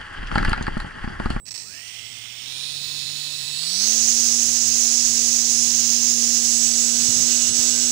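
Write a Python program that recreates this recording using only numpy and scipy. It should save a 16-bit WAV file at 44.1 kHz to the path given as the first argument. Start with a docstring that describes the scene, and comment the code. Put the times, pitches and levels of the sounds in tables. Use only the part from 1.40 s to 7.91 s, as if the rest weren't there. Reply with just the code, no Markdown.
"""Wire grass trimmer, close up

A small brushless motor whirls a two-ended cutting wire over a lawn; one microphone feeds the right channel.
It chatters into life and is throttled up in three steps. The chopped drive current is a set of sines that
whine; the wire's swish is noise read along its path, so its pitch climbs with speed.
At full throttle the head tips down: grass snaps and a frame buzz, patterned once a turn, grow louder as the
wire bites, and puffs of air buffet the microphone."""
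import sys
import numpy as np
from scipy import signal
from scipy.fft import rfft, irfft, next_fast_len
from scipy.io import wavfile
from scipy.ndimage import map_coordinates

SR = 44100
rng = np.random.default_rng(int(sys.argv[2]) if len(sys.argv) > 2 else 0)


def unload_wav(signal):
    """Save mono or channel-first audio to the path in sys.argv[1] as 16-bit WAV at rate SR, clipped to [-1, 1]."""
    wavfile.write(
        sys.argv[1],
        SR,
        np.round(np.clip(np.atleast_2d(signal).T, -1, 1) * 32767).astype(np.int16),
    )


N = 287091
TIME = np.arange(N) / SR
FULL_SPEED_HZ = 117  # shaft turns per second
LOADING_S = (4.9, 6.05)  # the wire works its way into the grass (from, to)

# Throttle steps idle, half, full. Each row: start in seconds, time the knob takes in seconds,
# shaft turns per second asked for.
THROTTLE = [(.154, .002, 57.8), (.911, .206, 73.9), (2.104, .322, 116.9)]
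SPIN_UP_S = 0.114  # time constant
CREEP_FROM_S, CREEP_HZ_PER_S = 5.35, 2.9


def shaft():
    """The rotor lags the throttle, then creeps up; strain (0-1) is the share of the asked speed still missing."""
    asked = np.zeros(N)
    for start_s, knob_s, hz in THROTTLE:
        asked = asked + (hz - asked) * ramp(start_s, start_s + knob_s)
    keep = np.exp(-1 / (SPIN_UP_S * SR))
    speed = signal.lfilter([1 - keep], [1, -keep], asked)
    strain = (asked - speed) / (asked + 1e-9)
    creep = CREEP_HZ_PER_S * np.maximum(TIME - CREEP_FROM_S, 0)
    unsteadiness = 1 + 0.001 * walk(16) + 0.0012 * walk(1.5)
    return (speed + creep) * unsteadiness, strain


# Broad turbulence of the wire, as read at full speed. Each row: frequency in Hz, relative density in dB per Hz.
TURBULENCE = [(60, -81), (160, -12), (330, -17), (700, -17.5), (1300, -20.5), (2500, -11), (3800, -6.5),
              (5000, 3), (7200, 6.5), (8400, -11), (10500, -21), (16000, -25.5)]
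# Brief dips of the swish. Each row: centre in seconds, half-width in seconds, depth in dB.
DIPS = [(6.126, 0.022, -6.5), (6.347, 0.036, -3.5), (6.5, 0.047, -2.5)]
SWISH_DB, SWISH_DB_PER_DOUBLING = -21, 16.5  # at full speed; growth with speed
SWISH_STRAIN_DB = 39  # per unit strain at full speed


def swish(turns, speed, strain, running):
    """The wire sheds eddies, orderly when slow and more turbulent when fast; they flare as each end sweeps by."""
    eddies = eddy_tone(speed)
    envelope = np.abs(signal.hilbert(eddies))
    eddies = unit(eddies / (envelope + 0.1) ** 0.16)  # shedding limits its own strength
    turbulence = whirl(TURBULENCE, turns) * undb(0.4 * walk(8))
    eddy_gain = by_throttle(speed, levels_db=[-13.5, -7.0, -6.5]) * by_load(0, loaded_db=-2.4)
    turbulence_gain = by_throttle(speed, levels_db=[-9.5, -10.0, -7.0]) * by_load(0, loaded_db=0.4)
    air_noise = eddy_gain * eddies + turbulence_gain * turbulence
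    flare = unit(1 + 1.2 * np.exp(-(2 * turns % 1) / 0.15))
    flutter = undb(0.55 * walk(40) + 0.25 * walk(9))
    # louder while the wire is being flung up to full speed
    strain_db = SWISH_STRAIN_DB * strain * (speed / FULL_SPEED_HZ) ** 3
    dips_db = sum(db * bump(s, width_s) for s, width_s, db in DIPS)
    gain = speed_law(speed, SWISH_DB_PER_DOUBLING) * undb(SWISH_DB + strain_db + dips_db)
    return air_noise * flare * flutter * running * gain


# Eddy tone of the wire, as read at full speed. Each row: frequency in Hz, relative density in dB per Hz.
EDDIES = [(60, -65), (3500, -29), (5000, -26), (5600, -1), (6400, 4.5), (6950, 1), (7600, -29), (8400, -45),
          (16000, -74)]
EDDY_HOLD_HZ, EDDY_BREAK_HZ = 81.6, (81.5, 109.7)  # turns per second: pitch holds; band breaks over (from, to)


def eddy_tone(speed):
    """Orderly eddies climb with speed, hold their pitch, then give way to a higher band."""
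    low = whirl(EDDIES, np.cumsum(np.minimum(speed, EDDY_HOLD_HZ)) / SR)
    high = whirl(EDDIES, np.cumsum(np.sqrt(speed * FULL_SPEED_HZ)) / SR)
    share = np.interp(speed, EDDY_BREAK_HZ, [0, 1])
    return np.sqrt(1 - share) * low + np.sqrt(share) * high


def whirl(spectrum, turns):
    """Noise read off along the wire's path, so that its whole spectrum scales with speed."""
    noise = signal.resample_poly(colour(rng.standard_normal(N), spectrum), 2, 1)
    return unit(map_coordinates(noise, [2 * SR * turns / FULL_SPEED_HZ], order=3, mode="wrap"))


# The controller's chopping rate sags as it works harder. Each row: time in seconds, rate in Hz.
CHOP_RATE = [(0.1, 7975), (0.8, 7950), (1.8, 7942), (2.9, 7912), (5.2, 7909), (6.4, 7900)]
# Bare chopping tone, before CHOP_GAIN_DB. Each row: time in seconds, level in dB.
CHOP_LEVEL = [(0.0, -54), (0.16, -49), (0.36, -66), (0.7, -52), (0.94, -68), (1.41, -53), (1.68, -54),
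              (2.35, -38.5), (4.31, -38.5), (4.51, -49), (4.72, -46.5), (5.18, -31.5), (5.79, -33.5),
              (6.5, -31.5)]
CHOP_GAIN_DB = -1.5
# Magnetic whine. Each key: multiple of the chopping rate, plus multiple of the shaft rate.
# Each value: level in dB at half throttle, level in dB at full, change under load in dB.
WHINE = { (0, 35): (-53, -52, 5), (0, 63): (-66, -42.5, -6), (0, 70): (-57, -72, 0),
         (1, -42): (-50.5, -67, 13.4), (1, -35): (-50.5, -65, 0), (1, -21): (-60, -46, 7),
         (1, -14): (-49.5, -40.5, 4.3), (1, 10): (-67, -60, -2), (1, 14): (-48.5, -45.5, -5),
         (1, 21): (-63, -69, 0), (1, 28): (-67, -72, 0), (2, -14): (-66, -77, -4), }
MAGNETS = 14  # the strongest side tones lie one magnet-passing rate either side of the chopping tone
WHINE_IDLE_DB = -9.5  # all tones, idle against half throttle
WHINE_STRAIN_DB = 9  # strongest pair, per unit strain


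def whine(turns, speed, strain, running):
    """The chopped current sings in the windings; commutation splits off side tones that fan out with speed."""
    chop = np.cumsum(np.interp(TIME, *np.transpose(CHOP_RATE)) + 2 * walk(14)) / SR
    chop_db = np.interp(TIME, *np.transpose(CHOP_LEVEL)) + CHOP_GAIN_DB
    out = undb(chop_db) * tone(chop, waver_db=0.5, waver_rate=18)
    surge = np.sqrt(running) * undb(WHINE_STRAIN_DB * strain)
    for (c, k), (half_db, full_db, load_db) in WHINE.items():
        # the strongest pair follows the current from the first turn; the others need speed
        drive = surge if c == 1 and abs(k) == MAGNETS else running ** 4
        gain = by_throttle(speed, [half_db + WHINE_IDLE_DB, half_db, full_db]) * by_load(0, load_db)
        # plain commutation tones are rough, side tones clean
        blur = 0.2 * walk(75) if c == 0 else 0
        out = out + drive * gain * tone(c * chop + k * turns + blur, waver_db=1.5, waver_rate=9)
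    return out


# Magnets passing the stator slots. Each row: multiple of the shaft rate, housing resonance in Hz,
# its width in Hz, level at resonance in dB.
SLOTS = [(37, 1860, 450, -55), (105, 5350, 300, -52)]


def slots(turns, running):
    """Magnets passing the stator slots whistle, loudest while the pitch climbs through a housing resonance."""
    out = 0
    for k, hz, width_hz, db in SLOTS:
        whistle = tone(k * turns + 0.1 * walk(40), waver_db=1.5, waver_rate=11)
        out = out + ring(whistle, [(hz, width_hz, db)])
    return running ** 4 * out


# Bursts of chatter, mostly before the rotor locks to the drive. Each row: start in seconds,
# length before release in seconds, drive level in dB.
JERKS = [(0.054, 0.0024, -41.5), (0.064, 0.0021, -35), (0.073, .002, -36), (0.0805, 0.012, -33),
         (0.107, .012, -31.5), (.126, .003, -36), (0.14, 0.027, -31), (0.176, .006, -30.5),
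         (.541, .001, -36)]
JERK_RELEASE_S = 0.004
# Resonances of motor and mount. Each row: frequency in Hz, width in Hz, relative gain in dB.
HOUSING = [(720, 590, -20.5), (1907, 200, -10), (2575, 300, -8.5), (4125, 260, -5), (4520, 160, 0),
           (5400, 244, 1.5), (5950, 120, 1), (6320, 620, -6.5), (7850, 290, -7), (8520, 370, -15.5),
           (10300, 1900, -20), (13000, 6400, -30)]
RATTLE_FROM_HZ = (6.1, 18)  # bearings fade in between these turns per second
RATTLE_DB = (-40.5, -35.5, -35)  # bearing drive at idle, half, full throttle
RATTLE_STRAIN_DB = 8.5  # per unit strain


def rattle(speed, strain):
    """The rotor jerks at start-up, then the bearings rattle on; both ring the housing; one thin ring stands out."""
    jerks = 0
    for start_s, length_s, db in JERKS:
        release = np.exp(-np.maximum(TIME - start_s - length_s, 0) / JERK_RELEASE_S)
        jerks = jerks + undb(db) * (TIME >= start_s) * release
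    onset = np.interp(speed, RATTLE_FROM_HZ, [0, 1])
    bearing_gain = onset * by_throttle(speed, RATTLE_DB) * undb(RATTLE_STRAIN_DB * strain)
    bearings = bearing_gain * unit(grains(rate=6000, spread_db=2.5))
    shake = jerks * rng.standard_normal(N) + bearings
    thin_ring = unit(ring(rng.standard_normal(N), [(5190, 27, 0)])) * by_load(free_db=-39, loaded_db=-50)
    return undb(4.5) * ring(shake, HOUSING) + speed_law(speed, db_per_doubling=27) * thin_ring


# Weaker hum of the unbalanced rotor and the wire. Each key: multiple of the shaft rate.
# Each value: level in dB at full speed running free, the same under load, growth in dB per doubling of speed.
HUM = {1: (-54.5, -55.5, 23), 3: (-65, -53, 26), 4: (-57, -56, 17), 5: (-68, -59.5, 22),
       6: (-63.5, -61, 15.4), 8: (-66, -64, 9), 11: (-81, -59, 0), 12: (-70, -73, 6), 13: (-85, -58, 6),
       14: (-63.5, -78, 9.7)}
TIPPING_S = (3.45, 6.56)  # the head tips down (from, to)
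# main hum: at full speed, gain as the head tips, loss under load
MAIN_HUM_DB, MAIN_TIP_DB, MAIN_LOAD_DB = -42.5, 6.5, -4


def hum(turns, speed, running):
    """Each wire end pushes air once a turn, so the second order leads; the wire's flexing blurs higher ones."""
    orders = 0
    for k, (free_db, loaded_db, slope_db) in HUM.items():
        flex = 0.016 * min(k, 8) * walk(40)
        gain = by_load(free_db, loaded_db) * speed_law(speed, slope_db)
        orders = orders + gain * tone(k * turns + flex, waver_db=2.0, waver_rate=11)
    main_db = MAIN_HUM_DB + MAIN_TIP_DB * ramp(*TIPPING_S) + MAIN_LOAD_DB * ramp(*LOADING_S) ** 3
    main_gain = undb(main_db) * speed_law(speed, db_per_doubling=16.5)
    main = main_gain * tone(2 * turns, waver_db=0.6, waver_rate=6.6)
    return running ** 2 * (orders + main)


BUZZ_DB = (-50.5, -43)  # at full speed: running free, under load


def buzz(turns, speed):
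    """Each end of the wire knocks the frame, unequally and a little differently on each turn; load swells it."""
    count = 1000
    turn = turns.astype(int) % count
    size, early = rng.standard_normal((count, 2)).T
    place = turns % 1 + 0.0014 * early[turn]
    first_end = np.exp(-((place - 1 / 4) / 0.006) ** 2)
    second_end = 0.5 * np.exp(-((place - 3 / 4) / 0.006) ** 2)
    blow = first_end + second_end
    knocks = np.diff(blow, prepend=blow[0]) * undb(1.3 * size[turn])
    frame = ring(knocks, [(1390, 540, -1.5), (2830, 240, 4), (3580, 490, 7.0), (4160, 620, 4.5), (5230, 460, 6.5)])
    return by_load(*BUZZ_DB) * speed_law(speed, db_per_doubling=25) * unit(frame)


# The wire bites into a tuft. Each row: centre in seconds, half-width in seconds, level in dB.
BITES = [(5.95, .035, -41.5), (6.05, .04, -45), (6.42, .05, -47)]
GRASS_DB, GRASS_DB_PER_DOUBLING = (-49, -46), 16  # at full speed, free and under load; growth with speed


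def grass(speed):
    """Blades of grass snap against the wire in tufts and ring the cutter head."""
    blades = grains(rate=2000, spread_db=3.5)
    snaps = ring(blades, [(2860, 100, 5.5), (2496, 81, 5.0), (4600, 2400, 3.0), (9700, 4600, -13)])
    tufts = undb(2.5 * walk(14))
    head = unit(ring(grains(rate=1800, spread_db=4), [(2870, 110, 0)]))
    bites = sum(undb(db) * bump(s, width_s) for s, width_s, db in BITES)
    snap_gain = by_load(*GRASS_DB) * speed_law(speed, GRASS_DB_PER_DOUBLING)
    return snap_gain * tufts * unit(snaps) + bites * head


# Puffs of air on the microphone. Each row: centre in seconds, half-width in seconds, level in dB.
PUFFS = [(5.62, 0.018, -44), (5.703, .016, -36.5), (5.773, 0.014, -45), (5.815, 0.031, -38),
         (6.114, 0.022, -43), (6.197, 0.013, -47)]
RUMBLE_DB = (-62, -58, -63.5)  # at idle, half, full throttle


def air(speed):
    """Stirred air is a low rumble of filtered noise; puffs are swells of deeper noise on the microphone."""
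    rumble = unit(colour(rng.standard_normal(N), [(20, -36), (55, -18), (90, 1), (170, -6), (400, -15.5),
                                                  (800, -27), (2000, -42), (16000, -40)]))
    gusts = unit(colour(rng.standard_normal(N), [(20, -35), (55, -9), (90, 3), (150, -4), (240, -6.5),
                                                 (500, -32), (3000, -80)]))
    puffs = sum(undb(db) * bump(s, width_s) for s, width_s, db in PUFFS)
    return rumble * by_throttle(speed, RUMBLE_DB) * undb(2 * walk(6.32)) + puffs * gusts


def by_throttle(speed, levels_db):
    """A gain that glides with speed between its levels at idle, half and full throttle."""
    return undb(np.interp(speed, [hz for _, _, hz in THROTTLE], levels_db))


def by_load(free_db, loaded_db):
    """A gain that crosses over as the wire works into the grass."""
    return undb(free_db) + (undb(loaded_db) - undb(free_db)) * ramp(*LOADING_S)


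def speed_law(speed, db_per_doubling):
    """A gain of 1 at full speed that follows a power of the speed."""
    return undb(db_per_doubling * np.log2(speed / FULL_SPEED_HZ + 1e-6))


def ramp(start_s, end_s):
    """Rises from 0 to 1 between two times."""
    return np.clip((TIME - start_s) / (end_s - start_s), 0, 1)


def bump(centre_s, width_s):
    """A smooth swell of height 1 around a moment."""
    return np.exp(-((TIME - centre_s) / width_s) ** 2)


def tone(cycles, waver_db, waver_rate):
    """A sine of rms near 1 whose level wavers."""
    return np.sqrt(2) * np.sin(2 * np.pi * (cycles + rng.random())) * undb(waver_db * walk(waver_rate))


def grains(rate, spread_db):
    """Random clicks of uneven size, at a mean rate per second."""
    hits = rng.random(N) < rate / SR
    return hits * rng.standard_normal(N) * undb(spread_db * rng.standard_normal(N))


def ring(x, modes):
    """Drive a set of (Hz, width Hz, dB) resonances of alternating sign."""
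    out = 0
    for k, (hz, width_hz, db) in enumerate(modes):
        b, a = signal.iirpeak(hz, hz / width_hz, fs=SR)
        out = out + (-1) ** k * undb(db) * signal.lfilter(b, a, x)
    return out


def colour(x, points):
    """Filter by a spectrum of (Hz, dB) points."""
    hz, db = np.transpose(points)
    size = next_fast_len(len(x) + SR // 10)
    bins = np.fft.rfftfreq(size, 1 / SR)
    gain = undb(np.interp(np.log(bins + 1), np.log(hz), db))
    return irfft(rfft(x, size) * gain, size)[:len(x)]


def walk(rate):
    """A smooth random wander of spread 1, with `rate` new points per second."""
    points = rng.standard_normal(400)
    return unit(map_coordinates(points, [TIME * rate], order=3, mode="wrap"))


def unit(x):
    """Scale to rms 1."""
    return x / np.sqrt(np.mean(x ** 2) + 1e-18)


def undb(db):
    """Decibels to gain."""
    return 10 ** (np.asarray(db) / 20)


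def scene():
    """One shaft drives motor, wire, grass and air."""
    speed, strain = shaft()
    turns = np.cumsum(speed) / SR
    running = np.clip(speed / 48, 0, 1)
    wire = swish(turns, speed, strain, running ** 6) + hum(turns, speed, running ** 2) + buzz(turns, speed)
    motor = whine(turns, speed, strain, np.sqrt(running)) + slots(turns, running) + rattle(speed, strain)
    return np.array([wire + motor + grass(speed) + air(speed)])


TOP_HZ = 15550


def record(dry):
    """The microphone lifts the very top, rounds the highest peaks, cuts off above and feeds the right alone."""
    bright = colour(2 * dry[0], [(20, 0.54), (13900, 4.47), (14300, 15.0), (14900, 14.3), (15500, 20)])
    rounded = bright / (1 + (bright / 0.8) ** 6) ** (1 / 6)
    low_pass = signal.ellip(10, 0.2, 80, TOP_HZ, fs=SR, output="sos")
    right = signal.sosfilt(low_pass, rounded)
    return np.array([np.zeros(N), right])


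dry = scene()
out = record(dry)
unload_wav(out)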